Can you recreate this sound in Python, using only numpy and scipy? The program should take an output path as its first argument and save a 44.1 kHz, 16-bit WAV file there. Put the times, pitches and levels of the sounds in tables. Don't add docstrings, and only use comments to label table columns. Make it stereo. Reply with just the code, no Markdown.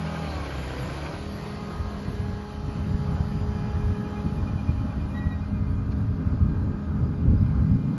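import sys
import numpy as np
from scipy import signal
from scipy.fft import rfft, irfft
from scipy.io import wavfile
from scipy.ndimage import uniform_filter1d, map_coordinates

SR = 44100
rng = np.random.default_rng(int(sys.argv[2]) if len(sys.argv) > 2 else 0)


def put_to_file(sound):
    columns = np.atleast_2d(sound).T
    safe = np.clip(columns, -1, 1)
    whole_steps = np.round(safe * 32767)
    wavfile.write(sys.argv[1], SR, whole_steps.astype(np.int16))


N = 351907


# time_s, firing_rate_hz, firing_tone_db, octave_db, fan_tone_db
ENGINE_COURSE = [(0, 80.6, -40, -31, -37), (.2, 80.2, -40, -32, -38), (.29, 77, -39, -43, -44),
                 (.36, 73.5, -36, -40, -50), (.56, 66.5, -34, -39, -52), (.7, 64.5, -34, -41, -52),
                 (.89, 66.5, -35, -41, -51), (1.07, 75, -39, -42, -48), (1.2, 80, -42, -44, -42),
                 (1.4, 80.7, -46, -46, -38), (2.7, 81.1, -50, -50, -41), (3.5, 81.1, -50, -50, -37),
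                 (5, 81.1, -50, -43, -37), (6, 81, -50, -39, -35), (7, 80.9, -50, -39, -35.5),
                 (7.98, 80.9, -50, -36, -38)]
# multiple of firing rate, five level_db evenly spaced over the scene, pitch_waver_hz
GEAR_TONES = [(3.19, -66, -57, -49, -42, -49, 2.34), (3.335, -71, -74, -55, -43.5, -60, 2.5),
              (3.524, -58, -56, -55.5, -55, -51.5, 2.96), (7.575, -50, -62.5, -54.5, -55.5, -61.5, 1.73),
              (12.06, -52, -61, -62.5, -67, -73, 4), (16.12, -75, -61, -57.5, -73, -85, 2.5)]
PUMP_FAINT_DB = [-60, -71, -63.5, -74, -69.5]
# start_s, end_s, level_db
PUMP_SPELLS = [
    [(-.1, .25, -53), (1.1, 2.9, -48), (2.9, 4.38, -45.5), (5.6, 8.1, -54)],
    [(-.1, .28, -42), (.3, .52, -48), (.9, 1.2, -50), (1.45, 2, -54), (2.2, 3.4, -51), (3.4, 4.4, -49),
     (4.4, 5.3, -53.5), (5.3, 5.6, -62), (6.3, 8.1, -63)],
    [(-.1, .2, -51), (.18, .5, -42), (.85, 1.05, -45), (1.1, 1.27, -45), (1.45, 1.9, -47), (3.8, 4.35, -57),
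     (5.6, 5.85, -63), (6.1, 7.2, -64)],
    [(1.5, 2.4, -50), (2.9, 3.1, -54), (3.5, 4.2, -55.5)],
    [(1.4, 1.7, -65), (2, 2.32, -65), (3.4, 3.75, -73), (5.4, 5.7, -76)],
]
# time_s, level_db
GROWL_LEVEL = [(0, -53), (.25, -50.5), (.6, -51), (1.1, -50), (1.35, -58), (2.2, -66), (7.98, -70)]
# multiple of firing rate, level_over_growl_db
GROWL_TONES = [(3, -13.5), (3.5, -7), (4, -3.5), (4.5, -4), (5.5, -10.5), (6.5, -7.5), (7, -5.5), (7.5, -4),
               (8, -8.5), (8.5, -8), (9.5, -12.5), (12, -8.5), (12.7, -6.5), (13.7, -6.5), (14.5, -5.5),
               (18, -7.5), (19, -9)]
# time_s, level_db
EXHAUST_LEVEL = [(0, -48), (.3, -40), (1.15, -40), (1.4, -50), (3, -58), (7.98, -58)]
CYLINDER_DB = [0, -12, 0, -13]
# pitch_hz, gain_db
PIPE_COLOUR = [(170, -29), (230, -6), (290, 3), (330, -2.5), (400, -12.5), (520, -6.5), (600, -4.5),
               (750, -9.5), (1050, -10), (1300, -4.5), (1550, -13), (1800, -26.5)]
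# time_s, pitch_hz, level_db
TURBO_WHISTLE = [(0, 4380, -78), (.3, 4160, -53), (.8, 4370, -72), (1.15, 4570, -61), (1.6, 4420, -60.5),
                 (2.2, 4090, -62.5), (2.8, 3920, -79)]
# time_s, level_db
CLATTER_LEVEL = [(0, -46), (.93, -45), (1.8, -50.5), (2.6, -53), (4.2, -54), (5.1, -56.5), (5.6, -59.5),
                 (6.1, -60), (7.3, -61), (7.98, -59)]
# pitch_hz, density_db_per_hz
ROAR_SPECTRUM = [(60, -25), (150, -12), (300, 2), (500, -1.5), (800, -2), (1250, -2), (1600, -7.5),
                 (1900, -26), (2600, -42.5)]
# pitch_hz, density_db_per_hz
CLATTER_SPECTRUM = [(1200, -26), (1800, 5), (2200, -6), (2500, -1.5), (2800, -3.5), (3100, -4.5),
                    (3600, -6.5), (4700, -5), (5300, -11), (6500, -14.5), (8000, -37.5)]
# pitch_hz, density_db_per_hz
HISS_SPECTRUM = [(5500, -16.5), (7000, 1.5), (8500, 3.5), (9600, -3), (10300, -1.5), (11000, -1.5),
                 (11700, -6.5), (11950, -29)]
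# time_s, level_db
RATTLE_LEVEL = [(0, -44), (.3, -40), (1.1, -43), (1.5, -59), (3, -69), (7.98, -59)]
# pitch_hz, density_db_per_hz
RATTLE_SPECTRUM = [(450, -16), (650, -8.5), (1300, 0), (1600, 7.5), (1850, -18), (2300, -2.5), (2600, -12),
                   (2850, -15.5), (3150, -8.5), (3500, -20.5)]
# pitch_hz, pitch_waver_hz, faint_over_clatter_db, clear_start_s, clear_end_s,
# added_clear_over_clatter_db, fade_s
WHINES = [(3077, 30, -24.5, 2, 5.4, -15.5, .5), (4460, 35, -26.5, 1.6, 3.8, -18.5, .5),
          (4880, 30, -29.5, 2.9, 3.75, -15, .15), (5840, 37, -38, 2, 5, -19.5, 1)]
# (start_s, end_s, level_db)
STEADY_TONES = [(1064, -69, [(-.1, .3, -46), (.4, .57, -43.5), (1.2, 2, -53.5), (2.3, 2.6, -56),
                (4.4, 5.3, -62.5), (6.15, 6.6, -64.5), (7.2, 8.1, -64.5)]), (1603, -69.5, [(-.1, .3, -48),
                (.5, .72, -43.5), (1.3, 2, -53), (2, 2.6, -58), (5.9, 6.9, -70)])]
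# start_s, length_s, slip_rate_hz, level_db, overtone_flare_s, flare_db
HINGE_SLIPS = [(5.146, 0.05, 1928, -46, 5.182, -56.5), (5.2, .08, 1922, -47, 5.25, -72),
               (5.288, 0.06, 1914, -48.5, 5.332, -59.5), (5.355, .045, 1895, -58, 5.395, -63)]
# time_s, peak_db (before roughening)
SQUEAKS = [(3.83, -50), (3.9454, -54), (4.0467, -57), (4.16, -53), (4.262, -55), (4.37, -52),
           (4.468, -50.5), (4.572, -49.5), (4.674, -50), (4.782, -52), (4.89, -54), (5.002, -53.5),
           (5.102, -54.5), (5.207, -51), (5.308, -51.5), (5.42, -53), (5.545, -54), (5.66, -59),
           (5.765, -60)]
# start_s, end_s, level_db
RUB_SPELLS = [(3.58, 3.88, -64), (4.4, 4.85, -74), (7.8, 8.1, -72)]
# start_s, peak_db (before roughening)
CHIRPS = [(6.312, -65), (7.0, -63.5), (7.341, -62), (7.674, -61)]
# level_over_chirp_db, pitch_hz (the pitch slides around it)
WING_STROKES = [(-4, 4680), (-0.5, 4870), (0, 4890)]
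# peak_s, level_db
TICKS = [(5.922, -49.5)]
# pitch_hz, density_db_per_hz
TICK_SPECTRUM = [(700, -20), (1200, 7), (1800, -12), (2450, -1), (3300, -19), (3900, -12), (4300, -1),
                 (4800, -16), (7400, -20)]
# time_s, rumble_db, flutter_db, ruffle_db
STEADY_WIND = [(0, -45.5, -42, -72), (.9, -39, -41, -63), (1.7, -37.5, -41, -50), (2.1, -33.5, -35, -49),
               (2.5, -35.5, -39.5, -57), (2.75, -32, -41, -56), (2.9, -32.5, -30, -50),
               (3.5, -30, -36, -45), (4.1, -32, -36.5, -43), (4.8, -27, -37.5, -44.5),
               (5.4, -29.5, -43.5, -46.5), (6.2, -28.5, -34.5, -42.5), (6.7, -29.5, -36.5, -42),
               (7.1, -28.5, -30.5, -39.5), (7.6, -24, -26.5, -37.5), (7.8, -36, -25, -41),
               (7.98, -41, -27, -36)]
# peak_s, width_s, rumble_db, flutter_db, ruffle_db
BUFFETS = [(1.817, 0.039, -30, -44, -56), (2.091, 0.014, -28, -20.5, -39), (2.218, 0.044, -32, -43, -53),
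           (2.31, 0.062, -30, -55, -49), (2.649, 0.014, -36, -28.5, -55), (2.685, 0.0094, -26, -34, -31),
           (2.782, 0.024, -39, -28, -49), (2.868, 0.012, -36, -36, -33.5), (2.908, 0.017, -28, -40, -38),
           (2.947, 0.012, -20, -35, -51), (2.995, 0.02, -37, -29, -52), (3.118, 0.037, -22, -28, -44),
           (3.207, 0.011, -18, -21, -42.5), (3.358, 0.033, -37, -27, -50), (3.412, 0.028, -29, -37, -40),
           (3.63, 0.058, -37, -29.5, -57), (3.68, 0.023, -31, -54, -58), (3.76, 0.047, -29, -34, -56),
           (3.859, 0.036, -22, -35, -54), (3.914, 0.022, -22, -28, -40), (4.263, 0.017, -26, -22, -36),
           (4.337, 0.037, -37, -27, -43), (4.375, 0.015, -37, -31, -52), (4.43, 0.02, -25.5, -42, -47),
           (4.553, 0.026, -24, -39, -42), (4.7, 0.011, -20, -20.5, -29), (4.84, 0.032, -29, -31, -35.5),
           (4.982, 0.016, -32, -29, -37), (5.06, 0.016, -26, -28, -37), (5.144, 0.034, -35, -30, -41),
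           (5.2, 0.014, -41, -32, -36.5), (5.272, 0.015, -22.5, -27.5, -52),
           (5.544, 0.066, -28.5, -30.5, -42), (5.617, 0.021, -28, -31, -45), (5.733, 0.014, -21, -40, -42),
           (5.894, 0.01, -22, -42, -40), (5.946, 0.016, -25, -34, -37), (6.115, 0.026, -30, -41, -44),
           (6.207, 0.037, -32, -30, -39), (6.277, 0.01, -21, -19.5, -50), (6.342, 0.012, -25, -20, -32.5),
           (6.428, 0.024, -18.5, -25.5, -41.5), (6.502, 0.1, -27, -28.5, -39.5),
           (6.894, 0.032, -26, -37, -40), (7.024, 0.048, -24, -28, -38), (7.256, 0.037, -28.5, -28, -37),
           (7.293, 0.047, -17, -26.5, -42), (7.338, 0.017, -25, -24.5, -30.5),
           (7.427, 0.017, -18, -20.5, -35), (7.721, 0.028, -21, -20, -41), (7.76, 0.012, -19.5, -16, -34.5)]
# pitch_hz, density_db_per_hz
RUMBLE_SPECTRUM = [(15, -37.5), (28, -28.5), (40, -8), (52, -5), (75, 1), (100, -0.5), (125, -8.5),
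                   (170, -27)]
# pitch_hz, density_db_per_hz
FLUTTER_SPECTRUM = [(80, -31.5), (120, 1), (160, 1.5), (210, -5.5), (260, -13), (340, -38.5)]
# pitch_hz, density_db_per_hz
RUFFLE_SPECTRUM = [(180, -26), (240, 0), (290, -2.5), (350, -13.5), (430, -16.5), (600, -21.5)]
# pitch_hz, left_right_likeness (0 to 1)
WIND_LIKENESS = [(30, .88), (100, .82), (200, .68), (350, .7)]
# pitch_hz, left_right_likeness (0 to 1)
MACHINE_LIKENESS = [(60, .85), (500, .86), (1000, .84), (1500, .8), (1750, .7), (2000, .9), (2250, .94),
                    (2500, .7), (3500, .6), (4700, .55), (5400, .75), (6300, .8), (6900, .45), (7600, 1),
                    (9300, 1), (10000, .4), (10600, 1), (12000, 1)]
# pitch_hz, left_lead_for_source_ahead_rad, extra_lead_for_source_at_left_rad
PORT_LEAD = [(100, 0, .1), (320, 0, .3), (500, -.05, .75), (700, 0, 1.15), (900, .05, 1.7), (1100, 0, 2.1),
             (1400, .2, 2.7), (1700, .2, 2.9), (2000, .25, 0), (2400, .3, 0), (3000, .5, .3),
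             (3900, .35, .3), (4900, -.15, 1.2), (5500, -.3, 0), (6940, -.5, 0)]
# pitch_hz, left_over_right_db
PORT_BALANCE = [(100, 0), (500, 0.5), (750, -1), (990, 4), (1192, -3.5), (1548, -7), (1754, 1.5),
                (2400, 0.5), (3040, 5), (4240, 3), (5000, 7), (5900, 0.5), (6940, -1.5)]
# pitch_hz, half_turns
PORT_FLIPS = [(6600, 0), (7600, -1), (9600, -1), (10500, -2)]
# time_s, leftness (0 to 1)
LEFTNESS = [(0, 1), (1.2, .97), (2, .72), (3.2, .44), (4.7, .32), (5.7, .08), (7.98, 0.02)]

FAN_ORDER, PUMP_ORDER = 2.53, 416 / 81
FIRING_JITTER, FIRING_SCATTER_DB = .002, .8
SMEAR_T60_S = .025
ROAR_START_DB, HISS_START_DB = -39, -55
ROAR_FOLLOWS, HISS_FOLLOWS = 0.63, 1
SLIP_FADE_S, FLARE_WIDTH_S = .015, .02
OVERTONE_DB = -23
SQUEAK_HZ, SQUEAK_S = 2462, 0.05
SQUEAK_LEAD_S = 0.0054
RUB_HZ, RUB_FAINT_DB = 2425, -71
STROKE_S, STROKE_GAP_S = 0.024, .033
TICK_WIDTH_S = .016
LULL_DB, LULL_RATE_HZ = 3, 10
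TOP_HZ = 11950


def amp(db):
    return 10 ** (np.asarray(db) / 20)


def unit(x):
    return x / np.sqrt(np.mean(x ** 2) + 1e-20)


def along(points, hz):
    f, *columns = np.transpose(points)
    return np.squeeze([np.interp(np.log(hz + 1), np.log(f + 1), c) for c in columns])


def curves(rows):
    s, *columns = np.transpose(rows)
    return [np.interp(np.arange(N) / SR, s, c) for c in columns]


def wobble(rate):
    points = rng.standard_normal(int(N * rate / SR) + 4)
    return map_coordinates(points, [np.arange(N) * rate / SR])


def spells(rows, fade_s):
    t = np.arange(N) / SR
    total = 0
    for start, end, db in rows:
        rise = np.tanh(2 * (t - start) / fade_s)
        fall = np.tanh(2 * (t - end) / fade_s)
        total = total + amp(db) * (rise - fall) / 2
    return total


def bells(rows):
    out, u = np.zeros(N + SR), np.arange(-SR // 4, SR // 4) / SR
    for s, width_s, db in rows:
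        out[round(s * SR):][:len(u)] += amp(db) * np.exp(-np.log(4) * (u / width_s) ** 2)
    return out[SR // 4:][:N]


def tone(hz, db, width_hz, count=25):
    phase = 2 * np.pi * np.cumsum(hz + width_hz * wobble(count)) / SR
    level = amp(db + 1.3 * wobble(12))
    return np.sqrt(2) * level * np.sin(phase + 2 * np.pi * rng.random())


def rush(spectrum, alike, patchy_db, size=1024):
    hz, _, (a, b) = signal.stft(rng.standard_normal((2, N)), SR, nperseg=size)
    patches = uniform_filter1d(rng.standard_normal(a.shape), size=6, axis=0)
    patches = uniform_filter1d(patches, size=5, axis=1)
    inside = (hz > spectrum[0][0]) & (hz < spectrum[-1][0])
    gain = amp(along(spectrum, hz)[:, None] + patchy_db * unit(patches)) * inside[:, None]
    turn = np.arccos(np.clip(along(alike, hz), 0, 1))[:, None] / 2
    mid, side = a * np.cos(turn), b * np.sin(turn)
    return unit(signal.istft(gain * [mid + side, mid - side], nperseg=size)[1][:, :N])


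def strokes(rows, length_s, glide, bend, fullness):
    out, u = np.zeros(N + SR), np.arange(round(length_s * SR)) / (length_s * SR)
    swell = np.sin(np.pi * u ** .8) ** fullness
    for s, db, hz in rows:
        phase = 2 * np.pi * np.cumsum(hz * (1 + glide * (u ** bend - .2))) / SR
        out[round(s * SR):][:len(u)] += amp(db) * swell * np.sin(phase)
    return out[:N]


def engine():
    hz, first_db, octave_db, fan_db = curves(ENGINE_COURSE)
    out = tone(hz, first_db + 1.3 * wobble(19), 1.77)
    out = out + tone(2 * hz, octave_db + 2.0 * wobble(21), 1.45)
    out = out + tone(FAN_ORDER * hz, fan_db, 1.524)
    for multiple, *steps_db, width_hz in GEAR_TONES:
        level_db = np.interp(np.arange(N), np.linspace(0, N, len(steps_db)), steps_db)
        out = out + tone(multiple * hz, level_db + 0.49 * wobble(1.7), width_hz)
    for k, (faint_db, rows) in enumerate(zip(PUMP_FAINT_DB, PUMP_SPELLS), 1):
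        gain = amp(faint_db) + spells(rows, PUMP_FADE_S)
        uneven_db = (1 + .2 * k) * wobble(5) + .35 * k * wobble(20)
        out = out + gain * tone(k * PUMP_ORDER * hz, uneven_db, 1.1 * k)
    return out


PUMP_FADE_S = .18


def growl():
    hz, load_db = curves(ENGINE_COURSE)[0], curves(GROWL_LEVEL)[0]
    return sum(tone(k * hz, load_db + db + 3.5 * wobble(9), .55 * k) for k, db in GROWL_TONES)


def exhaust():
    turns = np.cumsum(curves(ENGINE_COURSE)[0]) / SR
    k = np.arange(int(turns[-1]))
    late, size = rng.standard_normal((len(k), 2)).T
    pulses = np.zeros(N)
    places = np.searchsorted(turns, k + FIRING_JITTER * late)
    pulses[places] = amp(np.take(CYLINDER_DB, k % 4) + FIRING_SCATTER_DB * size)
    t = np.arange(SR // 10) / SR
    smear = rng.standard_normal(len(t)) * amp(-60 * t / SMEAR_T60_S)
    smear_phase = np.exp(1j * np.angle(rfft(smear, N)))
    hz = np.fft.rfftfreq(N, 1 / SR)
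    colour = amp(along(PIPE_COLOUR, hz)) * (hz < PIPE_COLOUR[-1][0])
    bark = irfft(rfft(pulses) * smear_phase * colour, N)
    return amp(curves(EXHAUST_LEVEL)[0] + 1.9 * wobble(6.5)) * unit(bark)


def turbo():
    hz, db = curves(TURBO_WHISTLE)
    return tone(hz, db, 220, count=400) + tone(2 * hz, db - 5, 130, count=300)


def machinery():
    clatter_db, = curves(CLATTER_LEVEL)
    lost_db = clatter_db - clatter_db[0]
    kick = np.cos(2 * np.pi * np.cumsum(curves(ENGINE_COURSE)[0]) / SR)
    shake = wobble(7)
    roar_gain = amp(ROAR_START_DB + ROAR_FOLLOWS * lost_db + 1.2 * shake + 0.5 * kick)
    clatter_gain = amp(clatter_db + 0.22 * shake + 0.34 * kick)
    hiss_gain = amp(HISS_START_DB + HISS_FOLLOWS * lost_db + 0.24 * shake)
    roar = roar_gain * rush(ROAR_SPECTRUM, MACHINE_LIKENESS, patchy_db=0.88)
    clatter = clatter_gain * rush(CLATTER_SPECTRUM, MACHINE_LIKENESS, patchy_db=1.8)
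    hiss = hiss_gain * rush(HISS_SPECTRUM, MACHINE_LIKENESS, patchy_db=4)
    return roar + clatter + hiss


def rattle():
    gain = amp(curves(RATTLE_LEVEL)[0] + 0.93 * wobble(9) + 2.6 * wobble(60))
    return gain * rush(RATTLE_SPECTRUM, MACHINE_LIKENESS, patchy_db=0.0)


def whines():
    clatter_db, = curves(CLATTER_LEVEL)
    total = 0
    for hz, width_hz, faint_db, *clear, fade_s in WHINES:
        gain = amp(faint_db) + spells([clear], fade_s)
        total = total + gain * tone(hz, clatter_db + 1.5 * wobble(30), width_hz, count=120)
    return total


def steady_tones():
    return sum((amp(faint_db) + spells(rows, 0.083)) * tone(hz, 1.1 * wobble(17), 3)
               for hz, faint_db, rows in STEADY_TONES)


def hinge():
    s, length_s, hz, db, flare_s, flare_db = np.transpose(HINGE_SLIPS)
    slip = spells(zip(s, s + length_s, db), SLIP_FADE_S)
    flare = amp(OVERTONE_DB) * slip + bells((a, FLARE_WIDTH_S, b) for a, b in zip(flare_s, flare_db))
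    rate_hz = np.interp(np.arange(N) / SR, s + length_s / 2, hz) + 6 * wobble(90)
    phase = 2 * np.pi * np.cumsum(rate_hz) / SR
    drops_db = (0, -17, -13, -15, -20)
    upper = sum(amp(drop_db) * np.sin(k * phase) for k, drop_db in enumerate(drops_db, 2))
    ground = slip * amp(2.2 * wobble(110)) * np.sin(phase)
    return np.sqrt(2) * (ground + flare * upper * amp(3 * wobble(70)))


def squeaks():
    rows = [(s - SQUEAK_LEAD_S, db, SQUEAK_HZ) for s, db in SQUEAKS]
    return strokes(rows, SQUEAK_S, glide=-.03, bend=.6, fullness=.8) * amp(2.5 * wobble(90))


def rub():
    gain = amp(RUB_FAINT_DB) + spells(RUB_SPELLS, 0.087)
    return gain * tone(RUB_HZ, 1.5 * wobble(9) + 2 * wobble(45), 9, count=60)


def tick():
    puff = bells((s, TICK_WIDTH_S, db) for s, db in TICKS)
    return puff * rush(TICK_SPECTRUM, MACHINE_LIKENESS, patchy_db=1)


def cricket():
    rows = [(s + k * STROKE_GAP_S, db + under_db, hz)
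            for s, db in CHIRPS for k, (under_db, hz) in enumerate(WING_STROKES)]
    return strokes(rows, STROKE_S, glide=-.1, bend=3, fullness=1) * amp(3 * wobble(200))


def wind():
    s, width_s, *buffet_db = np.transpose(BUFFETS)
    gains = []
    for steady_db, db in zip(curves(STEADY_WIND), buffet_db):
        steady = amp(steady_db + LULL_DB * wobble(LULL_RATE_HZ))
        gains.append(np.hypot(steady, bells(zip(s, width_s, db))))
    rumble, flutter, ruffle = gains
    out = rumble * eddies(RUMBLE_SPECTRUM, 0.066)
    out = out + flutter * eddies(FLUTTER_SPECTRUM, 0.03)
    return out + ruffle * eddies(RUFFLE_SPECTRUM, 0.015)


def eddies(spectrum, even_s):
    x = rush(spectrum, WIND_LIKENESS, patchy_db=0.85, size=4096)
    power = np.abs(uniform_filter1d(np.mean(x ** 2, 0), round(even_s * SR)))
    return unit(x / np.sqrt(power + 0.1))


def scene():
    power = engine() + growl() + exhaust() + turbo()
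    baler = machinery() + rattle() + whines() + steady_tones()
    details = hinge() + squeaks() + rub() + tick() + cricket()
    return power + baler + details + wind()


def record(dry):
    hz, t, z = signal.stft(dry, SR, nperseg=1024)
    (ahead, aside), balance_db = along(PORT_LEAD, hz), along(PORT_BALANCE, hz)
    flip = along(PORT_FLIPS, hz)
    fade = np.clip(1 + flip, 0, 1)[:, None]
    lead = ahead[:, None] + aside[:, None] * np.interp(t, *np.transpose(LEFTNESS))
    turn = np.exp(.5j * (fade * lead + np.pi * flip[:, None]))
    port = turn * amp(fade * balance_db[:, None] / 2)
    pair = signal.istft(z * [port, 1 / port], SR, nperseg=1024)[1][:, :N]
    low_pass = signal.ellip(12, .1, 90, TOP_HZ, fs=SR, output="sos")
    return signal.sosfiltfilt(low_pass, pair)


dry = scene()
out = record(dry)
put_to_file(out)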